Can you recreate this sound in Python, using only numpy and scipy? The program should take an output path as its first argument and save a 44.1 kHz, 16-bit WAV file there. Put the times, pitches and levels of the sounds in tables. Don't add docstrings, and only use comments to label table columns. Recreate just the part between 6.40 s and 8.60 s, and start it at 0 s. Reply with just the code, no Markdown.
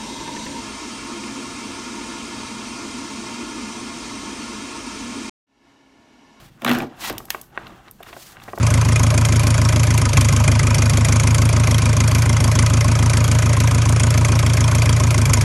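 import sys
import numpy as np
from scipy import signal
from scipy.fft import rfft, irfft, next_fast_len
from scipy.io import wavfile
from scipy.ndimage import uniform_filter1d

SR = 44100
rng = np.random.default_rng(int(sys.argv[2]) if len(sys.argv) > 2 else 0)


def wav_out(sig):
    wavfile.write(sys.argv[1], SR, np.round(np.clip(np.atleast_2d(sig).T, -1, 1) * 32767).astype(np.int16))


def makeup_ratio(level_db):
    decades = np.asarray(level_db, float) / 20
    return 10 ** decades


N = 97020

# f/Hz, level/dB
AIR_SPECTRUM = [(40, 8), (195, 4), (1560, -17), (16500, -45)]
# f/Hz, level/dB
RUMBLE_SPECTRUM = [(30, 6), (80, -6), (190, -1), (270, -15), (500, -59)]
# t/s, level/dB
RUMBLE_LEVELS = [(0, -45.5), (.2, -55.5), (.28, -46), (.43, -34.5), (.5, -60), (.6, -50), (.73, -35.5),
                 (.85, -50.5), (.95, -53), (1.05, -57), (1.18, -45), (1.45, -54), (1.9, -55), (2.2, -43.5)]
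# f/Hz, level/dB
SKIN_SPECTRUM = [(300, -80), (800, -2), (1900, 0), (4500, -2.5), (7000, -4.5), (11000, -8.5), (15500, -7),
                 (16500, -38)]
# t/s, level/dB, brightness/dB (added above, taken off below)
SLIDE_LEVELS = [(0, -52, -2), (.045, -49.5, -0.5), (.11, -61, -3), (.22, -63, 0), (.27, -36.5, -5),
                (.41, -45, -4.5), (.47, -63.5, -11), (.56, -63, -0.5), (.61, -36, -0.5), (.65, -28.5, -2.5),
                (.69, -31, -0.5), (.705, -36.5, -6.5), (.77, -58.5, -2), (.93, -62.5, 6), (1.03, -61.5, 7),
                (1.1, -72, 3), (1.25, -57, -5.5), (1.45, -69, 4), (1.6, -67, 3), (1.69, -47.5, -2),
                (1.85, -49.5, 4.5), (1.93, -49, 0.5), (1.98, -75, 8), (2.04, -59, 4.5), (2.2, -55.5, 5.5)]
# t/s, level/dB, brightness/dB (added above, taken off below)
FLEX_LEVELS = [(0, -48, -2.5), (.12, -66.5, -2), (.21, -54, 3), (.235, -33, -4.5), (.32, -31.5, 10),
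               (.335, -27, 1.5), (.39, -28, -1), (.435, -28, -6), (.46, -48, -6), (.56, -48.5, 0.5),
               (.72, -39.5, -6.5), (.78, -42.5, 1), (.89, -76, -25), (.97, -51, -3.5), (1.09, -61.5, -0.5),
               (1.16, -43, 1.5), (1.26, -44.5, 0), (1.31, -46, -0.5), (1.44, -54, 1.5), (1.48, -44.5, 2.5),
               (1.55, -68, -6), (1.6, -65, 11.5), (1.65, -53.5, 3), (1.69, -44.5, 1.5), (1.76, -55.5, -9),
               (1.82, -55, -0.5), (1.93, -54.5, 2.5), (2.03, -47.5, 1.5), (2.2, -64.5, 6)]
# f/Hz, level/dB, time to fall by 60 dB when no hand damps it/s
BOX_MODES = [(160.4, -3.5, 0.21), (171, -5.5, 0.15), (245.7, -0.5, 0.12), (351.1, -0.5, 0.15),
             (438.9, -0.5, 0.051), (545.6, -9, 0.098), (674, -9, 0.035), (749, 0.5, 0.074),
             (900, 0.5, 0.03), (1169, 7.5, 0.02), (1574, 8, 0.019), (1900, 1.5, 0.039), (2244, 5.5, 0.018),
             (2665, 8, 0.018), (3550, 11.5, 0.0071), (4000, -3, 0.05)]
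# t/s, peak level/dB, centre f/Hz
SCUFFS = [(1.627, -30.5, 2800), (1.662, -31.5, 1150), (1.727, -25, 1550), (2.015, -32, 2530),
          (2.087, -33, 1200)]
# t/s, peak level/dB, centre f/Hz
KNOCKS = [(.44, -23.5, 325), (0.698, -15.5, 1150), (.699, -21, 394), (0.803, -26, 970), (.885, -32.5, 1220),
          (0.947, -12.5, 1140), (1.176, -9.5, 1350), (1.269, -25, 2950), (1.483, -30.5, 3000),
          (1.604, -31, 730), (1.7657, -26, 900), (1.969, -27.5, 1590), (2, -30.5, 1900),
          (2.0792, -27.5, 930), (2.083, -22, 980), (2.1, -35, 2170), (2.133, -18.5, 900), (2.177, -17, 900)]
# f/Hz, level/dB
SNAP_SPECTRUM = [(290, -42), (500, -1), (2850, 3.5), (3930, -3), (7600, -5), (10200, -7.5), (13200, 1),
                 (16500, -15)]
# t/s, peak level/dB, lowest f/Hz
GLUE_SNAPS = [(0.698, -16, 2790), (0.727, -27.5, 3000), (0.781, -15.5, 4000), (0.854, -30.5, 5800),
              (.899, -35, 8040), (0.904, -3.5, 1100), (1.014, -23.5, 8160), (1.271, -46, 3500),
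              (1.279, -46, 4000), (1.511, -28.5, 8950), (1.63, -33.5, 4000), (2.037, -30.5, 2500),
              (2.185, -26.5, 3800)]
# t/s, peak level/dB, peak level of the snap/dB
JERKS = [(0.2195, -24, -27.5), (0.247, -8.5, -13.5), (0.2629, -11, -30), (0.2761, -9, -22),
         (0.283, -10.5, -21), (0.2931, -10, -15.5), (0.3002, -11, -21), (.313, -9, -16),
         (0.325, -18.5, -21.5), (0.333, -23.5, -17), (0.349, -16.5, -19), (0.386, -38, -21.5),
         (0.402, -17.5, -40), (0.421, -24, -29)]

AIR_DB = -55
ROOM_DB, ROOM_T60_S = -20.5, 0.35
KNOCK_DAMP, JERK_DAMP, FLEX_DAMP = 0.51, 0.43, 0.4
LATE_S = 0.003
MODE_SCATTER_DB, DETUNE = 2.0, 0.03
GRIT_HZ, GRIT_DB = 3160, -15
JERK_S, JERK_HZ, JERK_OCT = 0.0025, 960, 2.7
SCUFF_S, KNOCK_OCT = 0.0068, 1.15
CONTACT_CYCLES = 0.13
SNAP_S, TAIL_DB, TAIL_S = 0.0019, -24.5, 0.044
DRUM_HZ, DRUM_DB = 240, -9
BOARD_LOW_HZ = 128
BASS_CUT_HZ, TOP_HZ = 40, 16300


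def unit(x):
    return x / np.sqrt(np.mean(x ** 2) + 1e-18)


def curve(rows, col):
    rows = np.array(rows)
    return np.interp(np.arange(N) / SR, rows[:, 0], rows[:, col])


def butter(x, order, hz, kind):
    return signal.sosfilt(signal.butter(order, hz, kind, fs=SR, output="sos"), x)


def colour(x, points):
    points, size = np.array(points), next_fast_len(len(x))
    hz = np.maximum(np.arange(size // 2 + 1) * SR / size, 1)
    gain_db = np.interp(np.log(hz), np.log(points[:, 0]), points[:, 1])
    return irfft(rfft(x, size) * makeup_ratio(gain_db), size)[:len(x)]


def tilted(x, slope_db, hz):
    low = butter(x, 2, hz, "low")
    high = x - low
    return low * makeup_ratio(-slope_db) + high * makeup_ratio(slope_db)


def walk(rate):
    hold = int(SR / rate)
    steps = np.repeat(rng.standard_normal(N // hold + 1), hold)
    return uniform_filter1d(steps, hold)[:N]


def grains(rate, spread_db):
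    chance, size = rng.random((2, N))
    hit = chance < rate / SR
    sign = np.sign(chance * SR / rate - 0.5)
    return hit * makeup_ratio(-spread_db * np.log(1 - 0.98 * size)) * sign


def add(out, s, x, db):
    i = int(s * SR)
    x = x[:N - i]
    out[i:i + len(x)] += x * makeup_ratio(db) / np.abs(x).max()


def ring(hz, octaves, damp, turn=-1.0):
    f, db, t60 = np.array(BOX_MODES).T[:, :, None]
    scatter, detune = rng.standard_normal((2, len(BOX_MODES), 1))
    lag = LATE_S * np.minimum(400 / f, 1.5) ** 3
    t = np.maximum(np.arange(4410) / SR - lag, 0)
    nearness = np.exp(-0.5 * (np.log2(f / hz) / octaves) ** 2)
    gain = turn ** np.arange(len(BOX_MODES))[:, None] * makeup_ratio(db + MODE_SCATTER_DB * scatter) * nearness
    decay = np.exp(-np.log(1000) * t / t60 / damp)
    return (gain * decay * np.sin(2 * np.pi * f * (1 + DETUNE * detune) * t)).sum(axis=0)


def push(s):
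    chance, size = rng.random((2, 882))
    t = np.arange(882) / SR / s
    return (chance < 0.15) * (size - 0.5) * (t + 0.1) * np.exp(-2 * t)


def bump(hz):
    width = CONTACT_CYCLES * SR / hz
    press = np.exp(-0.5 * (np.arange(-3 * width, 3 * width) / width) ** 2)
    return np.diff(press)


def snap(low_hz, decay_s):
    t = np.arange(4410) / SR
    fibres = butter(colour(rng.standard_normal(len(t)), SNAP_SPECTRUM), 2, low_hz, "high")
    fade = np.exp(-t / decay_s) + makeup_ratio(TAIL_DB) * np.exp(-t / TAIL_S)
    return fibres * fade * np.minimum(t / 0.0001, 1)


def air():
    return unit(colour(rng.standard_normal(N), AIR_SPECTRUM)) * makeup_ratio(AIR_DB)


def room(near):
    t = np.arange(SR // 3) / SR
    echoes = colour(rng.standard_normal(len(t)), [(100, -1.5), (2000, -12.5), (16000, -44)])
    echoes = echoes * np.exp(-np.log(1000) * t / ROOM_T60_S) * (t > 0.004)
    wet = signal.fftconvolve(near, echoes / np.sqrt(np.sum(echoes ** 2)))[:N]
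    return makeup_ratio(ROOM_DB) * wet


def rumble():
    thud = unit(colour(rng.standard_normal(N), RUMBLE_SPECTRUM))
    return thud * makeup_ratio(curve(RUMBLE_LEVELS, 1) + 1.55 * walk(7.4))


def slide():
    rub = rng.standard_normal(N) + 0.5 * unit(grains(1500, 3.1))
    hiss = unit(colour(rub, SKIN_SPECTRUM))
    return tilted(hiss, curve(SLIDE_LEVELS, 2), 5200) * makeup_ratio(curve(SLIDE_LEVELS, 1) + 2.7 * walk(73))


def flex(count=12):
    slips = unit(grains(2500, 0.87))
    spot = np.repeat(rng.integers(0, count, N // 256 + 1), 256)[:N]
    body = np.zeros(N)
    for k in range(count):
        body += signal.fftconvolve(slips * (spot == k), ring(746, 1.57, FLEX_DAMP))[:N]
    grit = butter(slips, 2, [GRIT_HZ / 2, GRIT_HZ * 2.14], "band")
    rustle = unit(body) + makeup_ratio(GRIT_DB) * unit(grit)
    return tilted(rustle, curve(FLEX_LEVELS, 2), 1080) * makeup_ratio(curve(FLEX_LEVELS, 1) + 1.5 * walk(59.68))


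def scuffs():
    out = np.zeros(N)
    for s, db, hz in SCUFFS:
        add(out, s, signal.fftconvolve(push(SCUFF_S), ring(hz, KNOCK_OCT, JERK_DAMP)), db)
    return out


def knocks():
    out = np.zeros(N)
    for s, db, hz in KNOCKS:
        add(out, s, signal.fftconvolve(bump(hz), ring(hz, KNOCK_OCT, KNOCK_DAMP, 0.96)), db)
    return out


def glue_snaps():
    out = np.zeros(N)
    for s, db, low_hz in GLUE_SNAPS:
        add(out, s, snap(low_hz, SNAP_S), db)
    return out


def flap_jerks():
    out = np.zeros(N)
    for s, db, snap_db in JERKS:
        add(out, s, signal.fftconvolve(push(JERK_S), ring(JERK_HZ, JERK_OCT, JERK_DAMP)), db)
        add(out, s, snap(2200, 0.0014), snap_db)
        add(out, s, ring(DRUM_HZ, 0.276, 1.0), db + DRUM_DB)
    return out


def scene():
    board = flex() + scuffs() + knocks() + glue_snaps() + flap_jerks()
    near = butter(board, 2, BOARD_LOW_HZ, "high") + slide() + rumble()
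    return (near + room(near) + air())[None]


def low_pass(x):
    return signal.sosfilt(signal.butter(12, 16810, fs=SR, output="sos"), x)


def record(dry):
    no_bass = butter(dry, 3, BASS_CUT_HZ, "high")
    top_cut = signal.ellip(8, 0.2, 60, TOP_HZ, fs=SR, output="sos")
    mix = signal.sosfilt(top_cut, no_bass)
    return low_pass(mix)


dry = scene()
out = record(dry)
wav_out(out)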